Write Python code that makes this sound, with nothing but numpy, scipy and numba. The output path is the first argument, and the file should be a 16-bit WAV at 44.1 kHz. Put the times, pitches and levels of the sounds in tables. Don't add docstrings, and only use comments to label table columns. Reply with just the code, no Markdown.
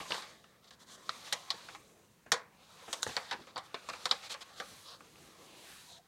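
import sys
import numpy as np
from scipy import signal
from scipy.fft import rfft, irfft
from scipy.io import wavfile
from scipy.ndimage import uniform_filter1d
from numba import njit

SR = 44100
rng = np.random.default_rng(int(sys.argv[2]) if len(sys.argv) > 2 else 0)


def undo_db(level):
    steps = np.asarray(level, float) / 20
    return 10 ** steps


def master_out(mix):
    frames = np.transpose(np.atleast_2d(mix))
    ceiling = np.clip(frames, -1, 1)
    pcm = np.round(ceiling * 32767).astype(np.int16)
    wavfile.write(sys.argv[1], SR, pcm)


N = 267863

# start in seconds, strength in dB, sharpness in dB, fizz in dB.
SNAPS = [(0.1063, -31.5, 4, -24.5), (0.12, -33.5, 9.5, -18), (0.143, -33, 4, -15),
         (.7067, -47.5, 6.5, -5.5), (1.3256, -26.5, 11, 3.5), (1.5033, -34, 18, 0), (1.687, -40, -1, -22),
         (1.7475, -41.5, -4, -16), (2.318, -20.5, 11.5, 1.5), (2.9285, -32, 15, 4.5),
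         (3.029, -44, 21.5, 19), (3.074, -55, 20, 15), (3.1656, -26.5, 5, -10.5), (3.31, -28, 6.5, -13.5),
         (3.3247, -35.5, 9, -10), (3.5588, -37, 5, -28), (3.567, -34, -18, -29), (3.5766, -42, 14.5, -0.5),
         (3.743, -32.5, 4, -15), (3.8875, -35.5, 4.5, -6), (3.9318, -37.5, -2, -12.5),
         (4.0548, -27.5, 10, -3.5), (4.3398, -35.5, 5, -9.5), (4.5997, -28.5, 0.5, -15.5)]
# start in seconds, strength in dB, sharpness in dB,
# fade to -60 dB in ms.
SPLITS = [(.978, -55, -7, 29), (1.0922, -34, 11, 37), (2.333, -37.5, 4.5, 120), (2.371, -56, -1, 100),
          (3.0289, -20.5, -10, 5), (3.05, -67, 3, 10), (3.0642, -24, -12, 17), (3.087, -40, -2, 132),
          (3.706, -69, 0, 26), (3.897, -42.5, 12.5, 30), (4.091, -47, 16, 29), (4.1104, -26.5, 5, 19),
          (4.114, -37.5, 34, 8), (4.1173, -30.5, 8, 61), (5.005, -44, -10, 18)]
# start in seconds, strength in dB, sharpness in dB.
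TICKS = [(.001, -36, -37), (0.053, -44.5, -23), (0.182, -47, 6), (.221, -44, 4.5), (0.439, -55, -1),
         (.6424, -56, 5), (1.269, -44.5, -7), (1.481, -49, -11), (1.539, -53, -24), (2.261, -50.5, -16),
         (2.82, -51, -7), (2.877, -42.5, -20), (3.469, -47, -6), (4.4912, -55, 1), (4.7104, -58, -3)]
# start in seconds, level in dB.
KNOCKS = [(.001, -39.5), (.1061, -46), (.1213, -49), (.978, -57), (1.538, -42.5), (2.262, -50),
          (2.8797, -39), (3.0644, -36), (3.087, -36.5), (3.3247, -39.5), (3.3905, -42.5), (3.898, -50.5),
          (4.712, -45), (5.005, -51.5)]

# start in seconds, high note peak
# in dB, low note in Hz, low note peak in dB, high note in Hz.
FLIPS = [(.1053, -32, 580, -35, 4550), (.1204, -15.5, 560, -36, 2880), (.143, -29, 870, -39, 2900),
         (.1806, -43, 890, -36, 3600), (1.093, -19, 1310, -26, 4030), (1.3249, -19, 1580, -32, 3900),
         (1.5041, -13, 1040, -45, 4000), (1.6872, -47, 1440, -39.5, 4330), (1.7493, -41, 1040, -40.5, 3600),
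         (2.319, -11.5, 1240, -23.5, 3830), (2.9287, -25, 1380, -40, 4140), (3.03, -17, 1500, -27.5, 3820),
         (3.0656, -23, 456, -28, 1250), (3.1667, -15, 1070, -36, 4510), (3.5607, -32, 860, -37.5, 4600),
         (3.568, -30, 1070, -32, 4400), (3.7437, -27.5, 1040, -33, 3580), (3.8886, -44, 1030, -33, 3350),
         (4.0562, -23, 1180, -32, 3600), (4.1121, -7.5, 1300, -25, 3880), (4.6001, -29.5, 530, -42, 3400),
         (5.007, -44, 1400, -48, 2570),
         (.002, -55, 1050, -34, 780), (0.443, -46, 1300, -51, 2700), (.978, -62, 550, -49, 1200),
               (2.263, -55, 660, -46.5, 1300), (3.024, -30, 4300, -48, 7240),
               (4.7105, -50, 1500, -64, 6000), (5.158, -44, 1100, -62, 2600)]
THUDS = [
    (0.106, -57, 130, -58, 332),
    (2.322, -31, 1150, -40, 2430),
    (3.066, -34, 110, -37.5, 257),
    (3.389, -53, 139, -65, 400),
    (3.743, -30, 270, -52, 424),
    (4.121, -42, 251, -49.5, 487),
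    (4.711, -51, 110, -53.5, 240),
]

# start in seconds, level in dB, brightness in dB, length in ms.
SCUFFS = [(.07, -52, -1, 146), (.09, -58, 2, 170), (.2, -63, -12, 120), (.62, -68, -2, 52),
          (.665, -61.5, -3, 35), (.715, -62, -3, 41), (.789, -61.5, 3.5, 58), (.861, -60.5, 3.5, 71),
          (.905, -58.5, 8, 62), (1.24, -56.5, -2, 58), (1.56, -69, -18, 190), (1.7, -60, -3, 75),
          (2.56, -79, -20.5, 480), (2.88, -70, 17, 123), (3.04, -58, 2, 146), (3.22, -65, -37, 89),
          (3.28, -58, -22, 44), (3.418, -65, -28, 11), (3.47, -64, -12, 51), (3.63, -69, 6, 45),
          (4.219, -52.5, 1, 68), (4.292, -43, 1, 43), (4.316, -49, 2, 27), (4.405, -46, -4, 30.4),
          (4.56, -57.5, -4, 55), (4.84, -54, -12, 131), (5.78, -75, 13, 260), (5.87, -68.5, 1.5, 117)]
# time in seconds, pressure in dB, speed as brightness in dB.
SLIDE = [(0, -53.5, 0.5), (.3, -63.5, -1.5), (.68, -80, -3), (.98, -68, 0.5), (1.13, -56.5, 0.5),
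         (1.62, -57.5, -2), (1.88, -71, 5.5), (2.1, -79.5, 5.5), (2.46, -80.5, 0), (2.83, -58, 0),
         (3.17, -54, -1.7), (3.56, -68.5, -2.5), (4.09, -53, -2), (4.36, -67, 0), (4.6, -59.5, -2),
         (5.02, -67.5, 2.5), (5.49, -66, -1.5), (6.07, -68.5, -2)]
# start in seconds, level in dB, length in ms.
SWEEPS = [
    (1.08, -86, 330),
    (4.56, -65, 390),
    (5.08, -71, 290),
    (5.33, -71.5, 220),
    (5.5, -62.5, 436),
    (5.66, -71, 180),
]
# book, sheet, edge, treble and air, all in dB.
PALM_SHARES = [-21.5, -17.5, -2, -6, 0.5]
# start in seconds, level in dB, length in ms.
DRAGS = [
    (1.62, -69, 470),
    (4.7, -77, 120),
    (4.93, -64.5, 410),
    (5.3, -68, 440),
]
# start in seconds, pitch in Hz, width in Hz, level in dB, length in ms.
SQUEAK = (5.88, 710, 54, -61, 129)
# start in seconds, centre in Hz, width in Hz,
# level in dB, length in ms.
CUPPED = [
    (5.4, 2750, 1000, -65, 390),
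    (5.87, 3900, 550, -61, 126),
]

# centre in Hz, width in Hz, level in dB.
BOOK = [(110, 180, -7), (196, 111, -1.5), (400, 346, 0.5)]
SHEET = [(538.5, 105, -5.5), (718, 114, -8.5), (881, 107, -5), (1040, 120, -3), (1216, 260, -1.5),
         (1500, 380, -1.5), (1770, 554, -1.5), (2473, 680, -1), (2690, 664, -1.5)]
EDGE = [(3350, 970, -1.5), (4020, 504, -0.5), (4340, 530, -2), (5180, 1280, -5)]
TREBLE = [(6105, 1200, -0.6), (7096, 1000, -4), (8160, 1900, -3)]
AIR = [(9280, 6600, 2), (12500, 5000, -7.5), (14350, 2700, -7)]

# frequency in Hz, level in dB per Hz.
HUM = [(12, -47), (20, -15), (32, -20), (92, -4.5), (219, -3.5), (298, -19.5), (439, -9), (958, -34),
       (1040, -43), (2470, -23), (15500, -27.5)]


def pages():
    events = crack_events()
    slips = grains(0.96, hold=16)
    palm = swells(SWEEPS)
    bodies = [(BOOK, .05, 1), (SHEET, .04, -1), (EDGE, .015, 1), (TREBLE, .02, 1), (AIR, .015, -1)]
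    out = flips() + squeak() + cupped() + crisp(events, slips, palm)
    for (modes, bend, sign), snap, rub in zip(bodies, buckles(events), rubbing(palm)):
        push = snap * slips + rub * grains(1.6, hold=9)
        out = out + undo_db(-4.0) * ring(push, modes, bend, sign=sign)
    return out


def crack_events():
    rows = [(*row, 54.5) for row in SNAPS]
    for s, strength, sharp, fade_ms in [(*row, 84) for row in TICKS] + SPLITS:
        rows.append((s, strength, sharp, -10 + 0.36 * sharp, fade_ms))
    return np.transpose(rows)


def buckles(events):
    start, strength, sharp, fizz, fade_ms = events
    bodies = [(strength - 21, 1.6, .001, -6, -18),
              (strength, 1.5, .0005, -4, -16),
              (strength + sharp, .9, .0003, -10, -24),
              (strength + fizz, .8, .0002, -3, -22),
              (strength + fizz, .7, .0002, -13, -22)]
    pushes = []
    for db, stretch, rise, trim_db, shiver_db in bodies:
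        shapes = [crack(ms * stretch, rise, shiver_db) for ms in fade_ms]
        pushes.append(bursts(start, db + trim_db, shapes))
    bump = crack(57 * 1.6, 0.0023, -19)
    pushes[0] += undo_db(-6) * bursts(*np.transpose(KNOCKS), [bump] * len(KNOCKS))
    return pushes


def crack(t60_ms, rise, tail_db):
    t = np.arange(SR // 2) / SR
    fade = np.log(1000) * t * 1000 / np.clip(t60_ms, 5, 400)
    return (1 - np.exp(-t / rise)) * (np.exp(-fade) + undo_db(tail_db) * np.exp(-fade / 3.57))


def crisp(events, slips, palm):
    start, strength, _, fizz, fade_ms = events
    db = strength + 0.8 * np.minimum(fizz, 3) - 15.5
    rattle = bursts(start, db, [crack(ms * 0.87, .0004, -16) for ms in fade_ms])
    push = rattle * slips + undo_db(-4.5) * palm * rng.standard_normal(N)
    return ring(push, SHEET[-3:], 0.056, sign=-1)


def flips():
    out, t = np.zeros(N + SR), np.arange(SR // 10) / SR
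    rows = [(*row, 5.84) for row in FLIPS] + [(*row, 25.3) for row in THUDS]
    for s, high_db, low_hz, low_db, high_hz, ring_ms in rows:
        fade = np.log(1000) * t * 1000 / np.clip(ring_ms, 3, 60)
        note = undo_db(high_db + 2.5) * np.sin(2 * np.pi * high_hz * t) * np.exp(-fade)
        note += undo_db(low_db + 6.5) * np.sin(2 * np.pi * low_hz * t) * np.exp(-fade / 2.07)
        i = int(s * SR)
        out[i:i + len(t)] -= note * (1 - np.exp(-t * high_hz / 0.95))
    return signal.sosfilt(signal.butter(3, 110, "high", fs=SR, output="sos"), out[:N])


def rubbing(palm):
    start, scuff, bright, length_ms = np.transpose(SCUFFS)
    t = np.arange(N) / SR
    s, press, speed = np.transpose(SLIDE)
    press, speed = np.interp(t, s, press), np.interp(t, s, speed)
    sheet_scuff = scuff - 4.5 - 0.042 * bright
    sheet_rub = 0.6 * press - 0.31 * speed - 22.5
    bodies = [(sheet_scuff - 18, 0.41 * sheet_rub - 44),
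              (sheet_scuff, sheet_rub),
              (scuff, press),
              (scuff + bright - 7, press + speed - 3.5),
              (scuff + bright - 14, press + 1.23 * speed - 7.5)]
    shake = walk(rate=25)
    lift = np.clip((5.99 - t) / 0.015 + .5, .35, 1)
    pushes = []
    for (scuff_db, rub_db), palm_db in zip(bodies, PALM_SHARES):
        rub = bursts(start, scuff_db, map(hump, length_ms))
        rub += undo_db(rub_db + 0.87 * shake + 0.87 * walk(rate=48))
        pushes.append(rub + undo_db(palm_db) * palm)
    pushes[0] += swells(DRAGS)
    return [push * lift for push in pushes]


def squeak():
    at, hz, width, db, ms = SQUEAK
    judder = bursts([at, at + 0.068], [db, db], [hump(ms * .45)] * 2)
    return ring(judder * grains(4.9, hold=9), [(hz, width, 0)], 0.012)


def cupped():
    out = 0
    for at, hz, width, db, ms in CUPPED:
        swell = bursts([at], [db], [hump(ms)])
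        out = out + ring(swell * grains(1.5, hold=9), [(hz, width, 0)], .01)
    return out


def swells(rows):
    start, db, length_ms = np.transpose(rows)
    return bursts(start, db, map(hump, length_ms))


def hump(ms):
    return np.hanning(int(np.clip(ms, 8, 450) * SR / 1000)) ** 0.47


def bursts(times, dbs, shapes):
    env = np.zeros(N + SR)
    for s, db, shape in zip(times, dbs, shapes):
        i = int(s * SR)
        env[i:i + len(shape)] += undo_db(db) * shape
    return env[:N]


def grains(spread_db, hold):
    size = np.repeat(undo_db(spread_db * rng.exponential(size=N // hold + 1)), hold)[:N]
    return level(size * rng.standard_normal(N))


def ring(push, modes, bend, sign=1):
    out = 0
    for k, (hz, width, db) in enumerate(modes):
        centre = hz * np.exp(bend * walk(rate=12))
        drift_db = 2.26 * min(1200 / hz, 1) * walk(rate=8.9)
        gain = np.sqrt(SR / width) * undo_db(db + drift_db)
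        once = svf(push + 1e-18, centre, 1.36 * width)
        twice = svf(once, centre, 1.36 * width)
        out = out + sign * (-1) ** k * gain * twice
    return out / np.sqrt(np.sum(undo_db(2 * np.array(modes)[:, 2])))


@njit
def svf(x, hz, width):
    y, b, l = np.empty(len(x)), 0., 0.
    for i in range(len(x)):
        g, k = np.tan(np.pi * hz[i] / SR), width / hz[i]
        v = (b + g * (x[i] - l)) / (1 + g * (g + k))
        b, l, y[i] = 2 * v - b, l + 2 * g * v, k * v
    return y


def walk(rate):
    k = int(SR / rate)
    steps = np.repeat(rng.standard_normal(N // k + 1), k)
    return level(uniform_filter1d(uniform_filter1d(steps, k), k)[:N])


def level(x):
    return x / np.sqrt(np.mean(x ** 2))


def room(paper):
    lags = rng.integers(250, 1900, size=8)
    return walls(paper, lags, undo_db(-60 * lags / SR / 0.21), 0.42)


@njit
def walls(x, lags, gain, damp):
    line, soft, out = np.zeros((8, 4096)), np.zeros(8), np.zeros(len(x))
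    for i in range(len(x)):
        for k in range(8):
            soft[k] += (1 - damp) * (gain[k] * line[k, (i - lags[k]) & 4095] - soft[k])
        total = soft.sum()
        out[i] = total
        for k in range(8):
            line[k, i & 4095] = x[i] + soft[k] - total / 4
    return out


def hum():
    hz, db = np.transpose(HUM)
    f = np.maximum(np.fft.rfftfreq(N, 1 / SR), 1)
    colour = undo_db(np.interp(np.log(f), np.log(hz), db))
    return undo_db(-63 - 7.0) * level(irfft(rfft(rng.standard_normal(N)) * colour, N))


def scene():
    paper = pages()
    return (paper + undo_db(-22) * room(paper) + hum())[None]


def low_pass(x):
    return signal.sosfilt(signal.butter(12, 16470, fs=SR, output="sos"), x)


def record(dry):
    top_cut = signal.ellip(8, .2, 60, 15950, fs=SR, output="sos")
    return low_pass(signal.sosfilt(top_cut, dry))


dry = scene()
out = record(dry)
master_out(out)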